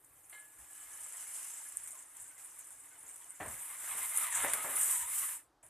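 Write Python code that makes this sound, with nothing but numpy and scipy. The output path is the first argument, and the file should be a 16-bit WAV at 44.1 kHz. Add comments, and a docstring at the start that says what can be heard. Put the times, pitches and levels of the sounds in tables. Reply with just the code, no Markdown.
"""Water sizzles on a hot cast-iron griddle in a small kitchen: flicked drops boil, spit and shrink,
and their countless bursting bubbles merge into a hiss. A steel water bowl clinks and sings faintly
in its normal modes. A wet cloth rasps over the iron and presses the puddles flat: the sizzle surges,
trapped steam whistles out and the griddle knocks on the stove. Wiped dry, the iron falls quiet,
and a last bit of water crackles."""
import sys
import numpy as np
from scipy import signal
from scipy.fft import rfft, irfft
from scipy.io import wavfile
from scipy.ndimage import uniform_filter1d

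SR = 44100
rng = np.random.default_rng(int(sys.argv[2]) if len(sys.argv) > 2 else 0)


def store_pcm(level_fs):
    """Save levels as 16-bit WAV."""
    pcm = np.round(np.clip(level_fs, -1, 1) * 32767).astype(np.int16)
    wavfile.write(sys.argv[1], SR, np.atleast_2d(pcm).T)


N = 251186
T = np.arange(N) / SR
HZ = np.maximum(np.fft.rfftfreq(2 * N, 1 / SR), 1)

# Normal modes of the steel bowl. Each row: frequency in Hz, level in dB, t60 in seconds.
BOWL_MODES = [(1259, -14, .55), (1698, 0, .54), (2108, 1, .19), (3020, -17.5, .29), (3345, -17, .18),
              (3898, -13, .14), (4097, -12, .07), (4305, -8, .09)]


def sizzle():
    """Shot noise: bubbles burst in spurts, and the harder the water boils, the denser they come."""
    # Spectra of the hiss and of the lower simmer. Each row: frequency in Hz, level in dB.
    hiss_spectrum = [(1800, -49), (2900, -12.5), (3700, -22), (4500, -23), (5600, -16), (6600, -12),
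                     (7600, -5), (8900, -2), (10500, -5.5), (12300, -7), (14400, -7)]
    simmer_spectrum = [(90, -25), (150, -17), (220, -27), (300, -14), (390, -21.5), (700, -8), (950, -3.5),
                       (1600, -1), (2150, 0.5), (2600, -6), (3600, -7), (4600, -24), (6000, -24.5)]
    boil_db, flutter_db, coarse_db, fine_db = boiling()
    vigour_db = boil_db + 50
    rate = 4200 * undb(.7 * vigour_db)  # bursts a second
    spurts = undb(.79 * walk(55) + .47 * walk(200)) * unit(sputter(rate=55, size_db=-7, t60=.11))
    pops = spurts * bursts(rate, spread_db=2.5, steam_db=2)
    wide = spurts * bursts(rate, spread_db=10, steam_db=12)
    # The skin of free drops snaps in dry crackles; crushed drops do so less.
    crackle = chirps(rate=420, centre_hz=9000, scatter=.3, spread_db=3.2, life_s=.0007, glide=10)
    # Steam escapes from under the drops in hoarse puffs with a trace of pitch.
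    puffs = chirps(rate=70, centre_hz=8100, scatter=.28, spread_db=3.2, life_s=.009, glide=8, hoarse=.07)
    hard_db = np.maximum(vigour_db, 0)
    fizz = pops + crackle * undb(-10.5 - .1 * hard_db) + puffs * undb(-8 - .5 * hard_db)
    fizz = walls(fizz, wet_db=-9, t60=.2, spots=4)
    fizz += undb(-4) * np.array([[1], [-1]]) * shape(wide, above(4160))
    # Large bubbles sound low, fine spray high.
    colour, small, finest = response(hiss_spectrum), above(7660), above(11570)
    bands = [(1 - small, coarse_db - .5), (small - finest, -1), (finest, fine_db - .3)]
    hiss = sum(unit(shape(fizz, colour * band)) * undb(db + 1.4 * walk(40)) for band, db in bands)
    # The puddles flutter and blip against the griddle and set it ringing.
    flutter = unit(pops + spurts * bursts(rate, spread_db=4.5, steam_db=-10))
    blips = chirps(rate=260, centre_hz=1400, scatter=1.1, spread_db=3.3, life_s=.012, glide=4)
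    flutter = walls(flutter + undb(-11.5) * blips, wet_db=-5, t60=.2, spots=4)
    simmer = unit(shape(flutter, response(simmer_spectrum) * griddle(iron_db=8, bowl_db=10)))
    return undb(boil_db) * hiss + simmer * undb(flutter_db - 1.24 + .55 * walk(28))


def boiling(gather_s=.97, cloth_down_s=3.368, cloth_up_s=5.35, attack_s=.15):
    """Incoherent sources add in power. In dB: hiss, flutter, and coarse and fine shares of the hiss."""
    # Free puddles spread, stall, shrink and are wiped away. Each row: time in seconds, level in dB.
    puddle_levels = [(0, -67.5), (.25, -61.5), (.5, -60), (.8, -52.5), (1.05, -49.5), (1.44, -46.5),
                     (1.65, -50), (2.02, -52.5), (2.07, -58), (2.16, -55.5), (2.42, -56), (2.95, -56),
                     (3.35, -54.5), (4.9, -51.5), (5.4, -55), (5.55, -108)]
    # Drops flare up and boil off. Each row: start in seconds, level in dB, t60 in seconds.
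    flares = [(0.295, -58, 1.4), (.585, -56.5, 0.71), (2.165, -56, 1.1), (2.379, -52.5, 1.24),
              (2.585, -60.5, 1.8), (3.078, -60, 1.6), (3.455, -65, .25), (5.629, -62, 1.9)]
    # Crushed puddles boil off in one swell. Each row: start and length in seconds, level in dB,
    # flutter and fine spray in dB relative to that level.
    crushes = [(3.769, 0.47, -44, -9.5, -8), (3.95, 0.22, -42, -11, -1), (4.123, 0.22, -37, -14, -5),
               (4.296, 0.37, -38, -6.5, -8), (4.604, 0.27, -42, -9.5, -0.5), (4.728, 0.36, -35, -17, -1.5),
               (5.067, 0.33, -37, -20, -2)]
    puddle_db, = curves(puddle_levels)
    flare_power = sum((undb(db) * fade(t60, s)) ** 2 for s, db, t60 in flares)
    free = np.sqrt(undb(puddle_db) ** 2 + flare_power)
    vigour_db = 20 * np.log10(free) + 50
    fresh = np.clip(1 - T / gather_s, 0, 1)  # drops spray finely until they gather into puddles
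    contact = np.clip((T - cloth_down_s) / attack_s, 0, 1)
    contact *= np.where(T < cloth_up_s, 1, fade(t60=.23, start=cloth_up_s))
    # Each row: hiss amplitude, then flutter, coarse bubbles and fine spray in dB relative to it.
    waters = [
        (free, -10.5 - .2 * vigour_db, -8 + .41 * vigour_db, -8 + 10.5 * fresh),
        (undb(-46.5) * contact, -11.5, -13, -4.5),  # the wet cloth hisses while it lies on the iron
    ]
    for s, length, db, flutter_db, spray_db in crushes:
        waters.append((undb(db) * swell(s, length), flutter_db, -13, spray_db))  # few large bubbles
    power = 0
    for amplitude, *shares_db in waters:
        power += np.array([(amplitude * undb(db)) ** 2 for db in (0, *shares_db)])
    hiss, flutter, coarse, fine = 10 * np.log10(power)
    return hiss, flutter, coarse - hiss, fine - hiss


def bursts(rate, spread_db, steam_db):
    """A Poisson process: random clicks, most faint and a few loud, over smooth white noise."""
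    sizes = undb(spread_db * np.minimum(rng.exponential(size=N), 6))
    clicks = (rng.random(N) < rate / SR) * sizes * rng.choice([-1, 1], N)
    return unit(unit(clicks) + undb(steam_db) * rng.standard_normal(N))


def chirps(rate, centre_hz, scatter, spread_db, life_s, glide, hoarse=.037):
    """Each bubble is a damped oscillator: a tiny unsteady tone with its own pitch, size and glide."""
    out, t = np.zeros(N), T[:SR // 16]
    wobble = walk(900)
    for when, size, pitch, length, bend, offset in rng.random((int(rate * N / SR), 6)):
        hz = centre_hz * np.exp(scatter * (2 * pitch - 1))
        i = int(offset * (N - len(t)))
        sweep_hz = hz * (1 + glide * (bend - .5) * t + hoarse * wobble[i:i + len(t)])
        tone = np.sin(2 * np.pi * np.cumsum(sweep_hz) / SR)
        age = t / (life_s * (length + .55))
        amplitude = undb(-spread_db * np.log(max(size, .03)))
        add(out, when * N / SR, amplitude * age * np.exp(-2 * age) * tone)
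    return unit(out)


def sputter(rate, size_db, t60):
    """Amplitude modulation by small fits of boiling: each starts at once and decays exponentially."""
    fits = (rng.random(N) < rate / SR) * rng.exponential(size=N)
    power = np.abs(signal.oaconvolve(fits, fade(t60 / 2)[:SR // 4])[:N])
    return np.sqrt(1 + undb(size_db) ** 2 * power)


def spits(width_hz=4800, click_s=.00024, spatter_attack_s=.0008, hard_db=-18):
    """Impulsive sources: a drop blows apart with a click, a spatter and, if hard, a bright snap."""
    # Spitting drops. Each row: start in seconds, level in dB, pitch in Hz,
    # then the spatter and the crack on the iron in relative dB.
    drops = [(.0462, -43, 8500, -14, -30), (.297, -43, 11300, -10, -25), (.4003, -40, 8900, -16, -36),
             (.732, -35, 8300, -12, -32), (.779, -37, 8600, -13, -32), (.974, -37, 9000, -11, -34),
             (1.034, -36, 9400, -8, -32), (1.064, -36, 8400, -11, -34), (1.124, -33, 8800, -17, -34),
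             (1.1681, -34, 9000, -9, -32), (1.375, -34, 8800, -12, -34), (1.4815, -33, 8700, -12, -32),
             (1.505, -32, 8800, -10, -32), (1.688, -34, 8600, -13, -32), (1.723, -35, 8500, -11, -32),
             (1.7711, -16.5, 8800, -28, -50), (1.8745, -29, 8400, -9, -28), (1.8875, -35, 10200, -13, -34),
             (1.9073, -31.5, 9100, -10, -32), (2.1689, -35, 8000, -10, -34), (2.2188, -37, 9700, -10, -34),
             (2.243, -37, 8600, -15, -36), (2.2803, -37, 8600, -14, -36), (2.389, -40, 8700, -10, -36),
             (2.447, -41, 8500, -15, -36), (2.5878, -35, 9300, -11, -34), (2.592, -38, 9400, -10, -36),
             (2.609, -39, 9000, -9, -36), (2.644, -41, 9200, -8, -36), (2.671, -39, 9200, -9, -36),
             (2.7059, -35, 8700, -12, -34), (2.716, -41, 9200, -7, -36), (3.081, -39, 9900, -9, -36),
             (3.0907, -35, 8800, -11, -34), (3.1595, -36, 9000, -10, -34), (3.2441, -39, 9000, -18, -36),
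             (3.3056, -30, 8900, -20, -36), (3.4621, -33, 9300, -12, -32), (3.4826, -30, 8400, -15, -32),
             (4.1622, -21, 9400, -14, -32), (4.1734, -10.5, 9400, -18, -35),
             (4.1828, -18.5, 10300, -15, -34), (4.3255, -25, 8600, -10, -32), (4.3515, -22, 8100, -10, -32),
             (4.5352, -13, 9200, -16, -17), (4.5385, -24, 11300, -8, -15), (4.8126, -17, 8700, -15, -32),
             (4.8318, -19, 8700, -15, -32), (4.9115, -22, 8800, -11, -32), (5.6649, -43, 9000, -14, -26)]
    out, cracks, t = np.zeros(N), np.zeros(N), T[:SR // 10]
    age = t / click_s
    snap_decay, spatter_decay, crack_decay = (fade(t60)[:len(t)] for t60 in (.005, .05, .014))
    spatter_envelope = spatter_decay * (1 - np.exp(-t / spatter_attack_s))
    bright = unit(noise(above(9500, order=8) * (1 - above(15000))))
    droplets = rng.standard_normal(N) * undb(2.5 * walk(400))
    iron = unit(noise(above(800, order=4) * (1 - above(3300, order=3))))
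    for s, db, hz, spatter_db, crack_db in drops:
        part = rng.integers(N - len(t)) + np.arange(len(t))
        click = undb(-2) * age * np.exp(1 - age) * np.sin(2 * np.pi * hz * t)
        snap = undb(-21 + .6 * min(db - hard_db, 0)) * bright[part] * snap_decay
        spray = unit(resonator(resonator(droplets[part], hz, width_hz), hz, width_hz))
        spatter = undb(spatter_db) * spray * spatter_envelope
        add(out, s, undb(db) * (click + snap + spatter))
        add(cracks, s, undb(db + crack_db) * iron[part] * crack_decay)
    return walls(shape(out, above(6300, order=12)) + cracks, wet_db=-15, t60=.2)


def steam_jets(sag=.095):
    """Resonant flow noise: trapped steam whistles hoarsely, and its pitch sags as it runs out."""
    # Steam escapes from under a puddle or the cloth.
    # Each row: start and length in seconds, pitch and width of the resonance in Hz, level in dB.
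    escapes = [(2.196, 0.05, 8200, 3000, -49.5), (2.248, 0.034, 7300, 1300, -56),
               (2.395, .05, 6840, 1500, -67), (2.618, 0.023, 6440, 1100, -61),
               (3.088, 0.054, 8650, 1300, -52.5), (4.136, 0.11, 10200, 4180, -41.5),
               (4.28, .018, 8830, 3600, -56), (4.318, 0.042, 7670, 3000, -38.5),
               (4.344, 0.064, 8000, 3300, -34.5), (4.753, 0.043, 9500, 3730, -33.5),
               (4.784, 0.14, 8360, 2950, -35), (4.888, 0.2, 8350, 3030, -38.5)]
    out = np.zeros(N)
    gas = bursts(4800, spread_db=3, steam_db=-4) * undb(1.5 * walk(250))
    for s, length, hz, width_hz, db in escapes:
        whistle = gas[(T >= s) & (T < s + length)]
        age = np.linspace(0, 1, len(whistle))
        for _ in range(3):
            whistle = resonator(whistle, hz * (1 + sag * (.5 - age)), width_hz)
        add(out, s, undb(db) * unit(whistle) * np.sin(np.pi * np.sqrt(age)))
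    return walls(shape(out, above(5800)), wet_db=-7, t60=.15)


def cloth():
    """Stick-slip friction on rough iron excites two hollow resonances that shift as the hand travels."""
    # Each row: midpoint and half length in seconds, level in dB, low and high resonance in Hz.
    strokes = [(3.63, 0.056, -61.5, 910, 2150), (3.736, .045, -55.5, 1130, 2060),
               (3.933, 0.051, -50.5, 1090, 2140), (4.035, 0.039, -49, 1016, 2020),
               (4.21, 0.069, -44.5, 1300, 2070), (4.302, 0.057, -47, 1000, 1940),
               (4.365, .045, -47.5, 1050, 1580), (4.603, 0.046, -48, 1267, 2080),
               (4.76, 0.048, -50, 1200, 2010), (4.933, 0.072, -49.5, 1080, 1920),
               (5.03, 0.057, -50.5, 900, 1800), (5.123, 0.035, -52.5, 1240, 2180),
               (5.238, .032, -49.5, 1150, 1950), (5.295, 0.05, -52.5, 1020, 1650)]
    pressure = np.sqrt(sum((undb(db) * bump(s, half)) ** 2 for s, half, db, _, _ in strokes))
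    low_hz, high_hz = curves([(s, low, high) for s, _, _, low, high in strokes])
    slips = bursts(1100, spread_db=1.5, steam_db=-6) * undb(2.8 * walk(90))
    colour = response([(400, -55), (900, .5), (1250, 1.5), (2200, 7),
                       (3000, 5), (3900, 3.5), (5000, -18), (8000, -39.5)])
    rasp = unit(shape(slips, colour * griddle(iron_db=3, bowl_db=15)))
    low = unit(resonator(rasp, low_hz * (1 + .03 * walk(30)), width_hz=95))
    high = unit(resonator(rasp, high_hz * (1 + .02 * walk(30)), width_hz=130))
    return unit(undb(-3) * rasp + low + undb(-1) * high) * pressure


def knocks(pad_s=.0078):
    """Impact excitation: the pressed griddle rocks and rattles, and the stove thumps under it."""
    # Each row: start in seconds, level in dB, weight of the deep thump in dB, t60 in seconds.
    blows = [(3.033, -62.5, -3, 0.42), (3.403, -39, 11, 0.31), (3.454, -54.5, 24.5, 0.39),
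             (3.505, -71, 32, .12), (3.949, -54, 3, 0.38), (4.438, -34.5, -1.5, 0.23), (4.528, -49.5, 3, 1),
             (4.643, -44, -21.5, 0.55), (5.631, -64.5, 21, 0.3)]
    # Spectrum of the rattle. Each row: frequency in Hz, level in dB.
    rattle_spectrum = [(60, -23.5), (150, -7.5), (215, -15), (275, -3), (370, -6), (600, 3), (950, 1),
                       (1400, -2), (1900, 0.5), (2700, -11.5), (4500, -25.5), (7000, -73)]
    rattle = sum(undb(db) * fade(t60, s) for s, db, _, t60 in blows)
    thump = sum(undb(db + deep_db) * fade(t60, s) for s, db, deep_db, t60 in blows)
    rattle, thump = uniform_filter1d(np.array([rattle, thump]), int(pad_s * SR))  # the cloth pads blows
    body = response(rattle_spectrum) * griddle(iron_db=9.5, bowl_db=-1)
    iron = unit(shape(bursts(1500, spread_db=3, steam_db=2), body))
    stove = unit(noise(above(46, order=10) * (1 - above(175, order=4))))
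    return iron * rattle + undb(-26) * stove * thump


def griddle(iron_db, bowl_db):
    """Modal response of the iron, with the bowl's longest-lived modes in sympathetic resonance."""
    # Normal modes of the griddle. Each row: frequency in Hz, level in dB, t60 in seconds.
    iron_modes = [(190, -6, .25), (279, -2, .45), (410, -5, .3), (554, -6, .35), (615, -6, .35),
                  (775, -10, .25), (946, -3, .15), (1036, -9, .3), (1328, -10, .3), (1775, -9, .3)]
    modes = [(hz, undb(db + iron_db), t60) for hz, db, t60 in iron_modes]
    modes += [(hz, undb(bowl_db) * t60, t60) for hz, _, t60 in BOWL_MODES]
    return 1 + modal_response(modes)


def bowl_taps(attack_s=.0012, db_per_octave=18):
    """Free vibration: each tap excites the bowl's modes, most strongly near the pitch it favours."""
    # Each row: start in seconds, level in dB, favoured pitch in Hz, scrape in relative dB.
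    taps = [(.326, -47.5, 2720, -7.5), (0.3468, -46.5, 2650, -14), (.358, -53, 1460, -30),
            (0.3752, -53.5, 2680, -11)]
    out = np.zeros(N)
    attack = 1 - np.exp(-T / attack_s)
    for s, db, favoured_hz, scrape_db in taps:
        ring = np.zeros(N)
        for hz, mode_db, t60 in BOWL_MODES:
            gain = undb(mode_db - db_per_octave * abs(np.log2(hz / favoured_hz)))
            ring += gain * fade(t60) * np.sin(2 * np.pi * hz * T)
        scrape = unit(noise(above(520, order=4) * (1 - above(favoured_hz, order=4)))) * fade(t60=.11)
        add(out, s, undb(db) * attack * (ring + undb(scrape_db) * scrape))
    return out


def bowl_brush(level_db=-70.5):
    """Forced vibration: a light brush along the bowl builds up mainly its longest-lived modes."""
    modes = [(hz, t60 ** 2, t60) for hz, _, t60 in BOWL_MODES]
    friction = bursts(300, spread_db=3, steam_db=-6)
    singing = unit(shape(friction, modal_response(modes) * above(1700, order=6)))
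    return undb(level_db) * singing * swell(start_s=.63, length_s=.79)


def walls(x, wet_db, t60, spots=1):
    """Reverberation from tiles and hob differs for each source spot; only its treble is wide."""
    spot, echo = rng.integers(spots, size=N), 0
    for k in range(spots):
        tails = (rng.standard_normal((2, N)) * fade(t60) * (T > .002))[:, :SR // 4]
        tails /= np.linalg.norm(tails, axis=1, keepdims=True)
        echo += signal.oaconvolve((x * (spot == k))[None], tails, axes=1)[:, :N]
    mid, side = echo
    return x + undb(wet_db) * (mid + np.array([[1], [-1]]) * shape(side, above(5700)))


def kitchen(rush_db=-74, rumble_db=-91, waver_db=6):
    """Ambient noise: the soft rush of the room and a low, fluttering rumble that swells now and then."""
    # Each row: frequency in Hz, level in dB.
    rush_spectrum = [(20, -22), (40, -5.5), (66, -21), (120, -9), (220, -19.5), (295, -4.5), (400, -11),
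                     (900, -9), (1470, -13.5), (2480, -26), (5000, -26), (14000, -35.5)]
    # Each row: midpoint and half length in seconds, level in dB.
    rumble_swells = [(.18, 0.064, -83), (.63, .05, -79), (.91, 0.096, -72), (1.82, 0.077, -77),
                     (4.0, 0.12, -75), (4.55, .15, -69.5), (4.968, 0.15, -73), (5.22, 0.088, -81)]
    rush = unit(noise(response(rush_spectrum))) * undb(rush_db + .16 * walk(20))
    rumble = unit(noise(above(42, order=8) * (1 - above(110, order=4))))
    swells = sum(undb(db) * bump(s, half) for s, half, db in rumble_swells)
    return rush + rumble * np.hypot(undb(rumble_db), swells) * undb(waver_db * walk(11))


def resonator(x, hz, width_hz):
    """A single resonance whose centre frequency may move."""
    carrier = np.exp(2j * np.pi * np.cumsum(hz * np.ones(len(x))) / SR)
    pole = np.exp(-np.pi * width_hz / SR)
    return 2 * np.real(carrier * signal.lfilter([1 - pole], [1, -pole], x / carrier))


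def modal_response(modes):
    """Superposition of resonances, each given by frequency in Hz, gain and t60 in seconds."""
    return sum(gain / (1 + 2j * np.pi * (HZ - hz) * t60 / np.log(1000)) for hz, gain, t60 in modes)


def response(points):
    """Minimum-phase response through points of frequency in Hz and level in dB."""
    hz, db = np.transpose(points)
    cepstrum = irfft(np.log(undb(np.interp(np.log(HZ), np.log(hz), db))))
    cepstrum[1:N] *= 2
    cepstrum[N + 1:] = 0
    return np.exp(rfft(cepstrum))


def above(hz, order=16):
    """Smooth high-pass response; one minus it is the complementary low-pass."""
    return 1 / (1 + (hz / HZ) ** order)


def shape(x, gain):
    """Linear filtering: multiply the spectrum by a frequency response."""
    return irfft(rfft(x, 2 * N) * gain)[..., :N]


def noise(gain):
    """Gaussian noise coloured by a frequency response."""
    return shape(rng.standard_normal(N), gain)


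def fade(t60, start=0):
    """Exponential decay, 60 dB in t60 seconds."""
    return (T >= start) * np.exp(-np.log(1000) * np.clip((T - start) / t60, 0, 10))


def swell(start_s, length_s, skew=.71):
    """Half-sine envelope; with a skew under 1 it rises faster than it falls."""
    return np.sin(np.pi * np.clip((T - start_s) / length_s, 0, 1) ** skew)


def bump(middle_s, half_s):
    """Gaussian envelope."""
    return np.exp(-((T - middle_s) / half_s) ** 2)


def walk(rate):
    """Smooth random modulation with a spread near 1."""
    step = max(int(SR / rate), 1)
    return .988 * uniform_filter1d(rng.standard_normal(N)[np.arange(N) // step], step)


def curves(table):
    """Linear interpolation of each column over the times in the first."""
    s, *columns = np.transpose(table)
    return [np.interp(T, s, column) for column in columns]


def add(out, s, x):
    """Superpose a sound starting at s seconds."""
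    i = max(int(s * SR), 0)
    out[..., i:i + x.shape[-1]] += x[..., :N - i]


def undb(db):
    """Decibels to amplitude ratio."""
    return 10 ** (np.asarray(db) / 20)


def unit(x):
    """Scale to rms 1."""
    return x / np.sqrt(np.mean(x ** 2))


def scene():
    """Superposition of everything on and around the griddle."""
    return sizzle() + spits() + steam_jets() + cloth() + knocks() + bowl_taps() + bowl_brush() + kitchen()


def record(dry, top_hz=14330):
    """Band limiting: a steep low-pass removes the highest treble."""
    return shape(dry, 1 - above(top_hz, order=220))


dry = scene()
out = record(dry)
store_pcm(out)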